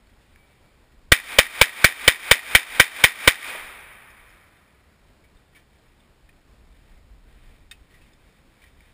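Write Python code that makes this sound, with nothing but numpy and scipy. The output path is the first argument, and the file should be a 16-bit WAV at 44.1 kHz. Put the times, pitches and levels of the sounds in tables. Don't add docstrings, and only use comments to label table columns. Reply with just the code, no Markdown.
import sys
import numpy as np
from scipy import signal
from scipy.fft import rfft, irfft
from scipy.io import wavfile
from scipy.ndimage import map_coordinates

SR = 44100
rng = np.random.default_rng(int(sys.argv[2]) if len(sys.argv) > 2 else 0)


def inscribe(sig):
    pcm = np.round(np.clip(np.atleast_2d(sig).T, -1, 1) * 32767)
    wavfile.write(sys.argv[1], SR, pcm.astype(np.int16))


def boost(x):
    u = np.asarray(x, float) / 20
    return 10 ** u


N = 393813

# start_s, blast_db, push_db (slow push on the microphone)
SHOTS = [(1.1198, 15.5, 4), (1.3866, 16, -0.5), (1.6135, 15.5, -1.5), (1.8435, 16, 0), (2.0782, 15.5, 0.5),
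         (2.3123, 16, -5.5), (2.5503, 15.5, -1), (2.7983, 16, -5), (3.0395, 16, -7), (3.2760, 15.5, -0.5)]
# delay_s, level_db (under the blast), t60_s
MUZZLE = [
    (-.003, -36, .05),
    (0, -3, .018),
    (.003, 0, .0099),
]
# pitch_hz, level_db
BLAST_COLOUR = [(100, -51), (300, -33), (700, -20), (1300, -13), (1800, -3.5), (2400, -2.5), (2750, -10),
                (3700, -9.5), (4100, -16), (5400, -17), (6200, -25.5), (8000, -62)]
POST_DELAYS = [.033, .041, .045, .055, .067, .079, .117, .152, .164, .198, .203]
FIRST_SLAP_S, FLUTTER_S = .0098, .0057
SLAP_DB, SPREAD_DB, SLAP_T60_S, SLAP_WIDENS = -13.5, 27, .014, 0.36
# pitch_hz, level_db
ROOF_COLOUR = [(300, -12), (1500, -12), (1850, -5.5), (2350, -5.5), (2700, -12), (4000, -11.5),
               (6000, -6.5)]
# (pitch_hz, level_db)
EARTH_BANK = (.272, -49.5, .07, [(120, -39.5), (300, -5.5), (600, -0.5), (1400, -6), (3000, -29.5),
              (8000, -60.5)])
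# delay_s, level_db (under the blast)
VALLEY_FADE = [(0, -43), (.03, -40), (0.101, -49.5), (.15, -50), (0.209, -47), (0.352, -53), (.6, -61),
               (1, -67), (2.502, -100)]
# pitch_hz, t60_s
AIR_FADE = [(300, 14), (1000, 60), (2000, 14), (3200, 4.9), (4500, 2.9), (5800, 2.2)]
# pitch_hz, level_db
WOODS_COLOUR = [(120, -40), (200, -17), (500, -13.5), (1100, -9.5), (1800, -5), (2450, -1), (2750, -10),
                (3800, -9), (4000, -14.5), (4800, -13), (5400, -17.5), (5600, -17.5), (6100, -17),
                (8000, -59.5)]
# pitch_hz, level_db
CAPSULE_RING = [(540, 4), (1000, 0), (1550, 7), (2260, 3), (3040, 5.5)]
# start_s, level_db (peak), pitch_hz
BRASS = [(3.8029, -56, 5700), (3.9325, -58, 5350), (4.1024, -57, 5250), (4.1704, -58, 4795),
         (4.2912, -60, 5190), (4.5794, -62, 3650)]
# start_s, level_db (peak), pitch_hz
TICKS = [(.069, -57, 4370), (5.369, -56, 3650), (6.002, -55.5, 3533), (6.290, -49, 1856),
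         (6.293, -50, 2490), (8.133, -55, 5000), (8.134, -56, 3600), (8.639, -44, 1980)]
# start_s, level_db (peak), pitch_hz
SNAPS = [(.359, -46, 1700), (.3592, -49.5, 2150), (8.806, -44, 2260)]
# start_s, level_db (peak), pitch_hz
RUBS = [(.915, -59.5, 1915), (5.237, -52, 2260), (5.523, -59, 1890), (5.548, -44.5, 2300),
        (5.562, -46, 1760), (6.966, -57, 2090), (7.937, -48.5, 1950), (8.014, -50.5, 2604),
        (8.615, -48, 2340), (8.63, -56, 1050), (8.66, -52, 2300), (8.853, -59, 2140)]
# start_s, level_db (peak), pitch_hz
BRUSHES = [(.085, -56, 1990), (.208, -58, 3500), (5.584, -54, 2390), (7.906, -55, 4300), (8.057, -56, 2100)]
# t60_s, rise_s, ring_share (0-1)
BRASS_KIND = (.05, .001, .7)
TICK_KIND = (.04, .0008, .7)
SNAP_KIND = (.022, .0003, .92)
RUB_KIND = (.12, .005, .65)
BRUSH_KIND = (.14, .007, .15)
# pitch_hz, level_db (peak), t60_s
FRAME_RING = [(1050, -53, .04), (1840, -40, .076), (2550, -41, 0.12), (3710, -31.5, 0.038),
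              (4620, -41, .04), (5400, -43, 0.043)]
# pitch_hz, level_db
SCRAPE_COLOUR = [(300, -45), (1300, -8.5), (1700, -1), (2500, 0.5), (3700, -6.5), (5800, -12), (8000, -56)]
# start_s, pitch_hz, level_db, t60_s
STEEL_PLATE = (.365, 2300, -67, 1.6)
# start_s (middle of the move), level_db, half_length_s
MOVES = [(.4, -69.5, 0.28), (4.2, -61.5, .35), (5.9, -70, .15), (6.85, -68, .12), (7.47, -62, .15),
         (7.98, -65, .12), (8.3, -68, .15), (8.65, -63, .08), (8.85, -64, .08)]
# pitch_hz, level_db
LEAVES_COLOUR = [(150, -40), (500, -20), (1300, -12), (1800, -1.5), (2450, -1), (2750, -8.5), (3800, -7),
                 (4050, -14), (5400, -16.5), (6100, -22), (8000, -60.5)]
# start_s, level_db
WIND = [(0, -55), (.5, -58.5), (1.08, -54), (4.3, -59.5), (4.6, -72), (5.0, -60), (5.3, -54), (5.6, -61),
        (6.2, -58), (6.75, -50), (7.1, -49), (7.26, -50), (7.37, -41), (7.65, -49), (7.9, -58), (8.13, -51),
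        (8.4, -60), (8.93, -53.5)]
# pitch_hz, level_db
RUMBLE_COLOUR = [(8.8, -29), (15, -1), (60, -5), (74, -11.5), (97, -24), (126, -22), (300, -30.5),
                 (390, -63), (660, -120)]
# pitch_hz, level_db
HISS_COLOUR = [(35, -26), (60, 1), (110, -6.5), (250, -11), (700, -17), (2400, -23.5), (3700, -28),
               (4000, -27), (5350, -29), (5600, -35), (6100, -35.5), (8000, -68.5)]
# pitch_hz, width_hz, lift_db
HOUSING = [(1200, 110, 3), (1560, 83, 1.5), (1890, 55, 5.5), (2300, 130, 2.5), (3130, 170, 4.5),
           (3620, 140, 5.5), (5180, 150, 5.5)]


def unit(x):
    return x / np.sqrt(np.mean(x ** 2) + 1e-20)


def along(points, hz):
    f, v = np.transpose(points)
    return np.interp(np.log(hz + 1), np.log(f + 1), v)


def coloured(x, spectrum):
    level_db = along(spectrum, np.fft.rfftfreq(4096, 1 / SR))
    cepstrum = irfft(np.log(boost(level_db) + 1e-5))
    cepstrum[1:2048] *= 2
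    cepstrum[2049:] = 0
    h = irfft(np.exp(rfft(cepstrum)))
    return signal.fftconvolve(x, h / np.linalg.norm(h))[:len(x)]


def wobble(rate):
    knots = rng.standard_normal(int(N * rate / SR) + 4)
    return map_coordinates(knots, [np.arange(N) * rate / SR])


def add(track, s, x):
    part = track[round(s * SR):][:len(x)]
    part += x[:len(part)]


def pistol():
    out = np.zeros(N)
    lead_s, alike = .005, .87
    t = np.arange(SR // 4) / SR - lead_s
    power = np.zeros(len(t))
    fronts = np.zeros(len(t))
    for delay, db, t60 in slaps():
        power += boost(2 * db - 120 * np.abs(t - delay) / t60) * np.clip((t - delay) / .001, 0, 1) ** 2
        add(fronts, lead_s + delay + .0006, np.array([-boost(db + 11.5 - 90 * delay)]))
    shape = np.sqrt(power)
    rounded = np.hanning(11) / 4
    late = np.clip((t - .012) / 0.048, 0, 1)
    place = rng.standard_normal(5 * SR // 2)
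    for s, db, _ in SHOTS:
        grain = alike * place + np.sqrt(1 - alike ** 2) * rng.standard_normal(len(place))
        uneven_fronts = fronts * boost(1.4 * rng.standard_normal(len(t)))
        near = np.convolve(uneven_fronts, rounded, "same") + shape * grain[:len(t)]
        under_roof = (1 - late) * near + coloured(late * near, ROOF_COLOUR)
        add(out, s - lead_s, boost(db) * coloured(under_roof, BLAST_COLOUR))
        add(out, s + EARTH_BANK[0], boost(db) * earth_bank(grain[SR:][:len(t)]))
        add(out, s, boost(db) * valley(grain[::-1]))
    return out


def slaps():
    rows = list(MUZZLE)
    for delay in [FIRST_SLAP_S + k * FLUTTER_S for k in range(4)] + list(POST_DELAYS):
        ratio = delay / FIRST_SLAP_S
        rows.append((delay, SLAP_DB - SPREAD_DB * np.log10(ratio), SLAP_T60_S * ratio ** SLAP_WIDENS))
    return rows


def earth_bank(noise):
    _, db, t60, colour = EARTH_BANK
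    t = np.arange(len(noise)) / SR
    return boost(db) * coloured(boost(-60 * t / t60) * noise, colour)


def valley(noise):
    hz, t, z = signal.stft(noise, SR, nperseg=256)
    fade = boost(-60 * t / np.abs(along(AIR_FADE, hz))[:, None])
    tail = signal.istft(z * fade, SR, nperseg=256)[1][:len(noise)]
    level_db = np.interp(np.arange(len(noise)) / SR, *np.transpose(VALLEY_FADE))
    return coloured(tail * boost(level_db), WOODS_COLOUR)


def overload():
    out = np.zeros(N)
    t = np.arange(SR // 20) / SR
    pull = -1.9 * np.sin(np.pi * np.clip(t / .0066, 0, 1) ** 1.3) ** 2
    back = np.maximum(t - .006, 0) / 0.002797
    swing = 0.33 * back * np.exp(-back)
    held = np.clip((.0068 - t) / 0.0019, 0, 1)
    for s, _, push_db in SHOTS:
        ring = np.zeros(len(t))
        for hz, db in CAPSULE_RING:
            level = boost(db + rng.normal(0, 2.5))
            ring += level * np.cos(2 * np.pi * hz * t + rng.normal(0, .4))
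        add(out, s, boost(push_db) * pull + swing - held * ring)
    return out


def handling():
    out = np.zeros(N)
    t = np.arange(SR // 4) / SR
    contacts = []
    for rows, kind in ((SNAPS, SNAP_KIND), (TICKS, TICK_KIND), (BRUSHES, BRUSH_KIND),
                       (RUBS, RUB_KIND), (BRASS, BRASS_KIND)):
        contacts += [(*row, *kind) for row in rows]
    contacts += [(7.712, db, hz, t60, 4 / hz, 0.67) for hz, db, t60 in FRAME_RING]
    for s, db, hz, t60, rise, share in contacts:
        noise = rng.standard_normal((2, len(t)))
        drift = 0.088 * np.cumsum(noise[0])
        ring = np.sqrt(2) * np.sin(2 * np.pi * hz * t + drift)
        scrape = coloured(noise[1], SCRAPE_COLOUR)
        burst = np.sqrt(share) * ring + np.sqrt(1 - share) * scrape
        add(out, s, boost(db - 3 - 60 * t / t60) * (1 - np.exp(-t / rise)) * burst)
    return out


def steel_plate():
    out = np.zeros(N)
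    s, hz, db, t60 = STEEL_PLATE
    t = np.arange(SR) / SR
    level = boost(db - 60 * t / t60 + 3.5 * wobble(55)[:SR])
    add(out, s, level * np.minimum(t / .02, 1) * np.sin(2 * np.pi * hz * t))
    return out


def rustle():
    t = np.arange(N) / SR
    moving = boost(-69)
    for s, db, half in MOVES:
        moving = moving + boost(db) * np.exp(-((t - s) / half) ** 2)
    grains = boost(1.3 * wobble(18) + 1.4 * wobble(150)) * rng.standard_normal(N)
    return boost(-4.5) * moving * unit(coloured(grains, LEAVES_COLOUR))


def wind():
    buffet_db = np.interp(np.arange(N) / SR, *np.transpose(WIND)) + 3 * wobble(17)
    thump = unit(boost(1.5 * wobble(8.9)) * coloured(rng.standard_normal(N), RUMBLE_COLOUR))
    return boost(buffet_db - 2.5) * thump


def hiss():
    return boost(-59 + .8 * wobble(14)) * coloured(rng.standard_normal(N), HISS_COLOUR)


def housing(x):
    hz = np.arange(20, 9000, 10.0)
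    lift_db = sum(db / (1 + (2 * (hz - centre) / width) ** 2) for centre, width, db in HOUSING)
    return coloured(x, np.c_[hz, lift_db])


def scene():
    at_capsule = wind() + hiss()
    through_air = rustle() + pistol() + handling() + steel_plate()
    return (housing(through_air) + overload() + at_capsule)[None]


def gain_control(depth_db=9, attack_s=0.0089, hold_s=0.11, recover_s=.1):
    t = np.arange(N) / SR - np.array(SHOTS)[:, :1]
    fall = 1 - np.exp(-np.maximum(t, 0) / attack_s)
    down = fall * np.clip((hold_s + recover_s - t) / recover_s, 0, 1)
    return boost(-depth_db * down.max(axis=0))


def roll_off(x):
    return signal.sosfilt(signal.butter(12, 16240, fs=SR, output="sos"), x)


def record(dry):
    clipped = np.clip(dry * gain_control(), -.92, .92)
    lowpass = signal.firwin(8821, .99 / 147)
    slow = signal.resample_poly(clipped, 40, 147, axis=1, window=lowpass)
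    held = np.repeat(np.clip(slow, -1, 1), 4, axis=1)
    wide = signal.resample_poly(held, 147, 160, axis=1)[:, 1:]
    wide = np.pad(wide, ((0, 0), (0, 8)))[:, :N]
    treble_cut = signal.ellip(8, .1, 70, 15200, fs=SR, output="sos")
    mix = np.clip(signal.sosfiltfilt(treble_cut, wide), -1, 1)
    return roll_off(mix)


dry = scene()
out = record(dry)
inscribe(out)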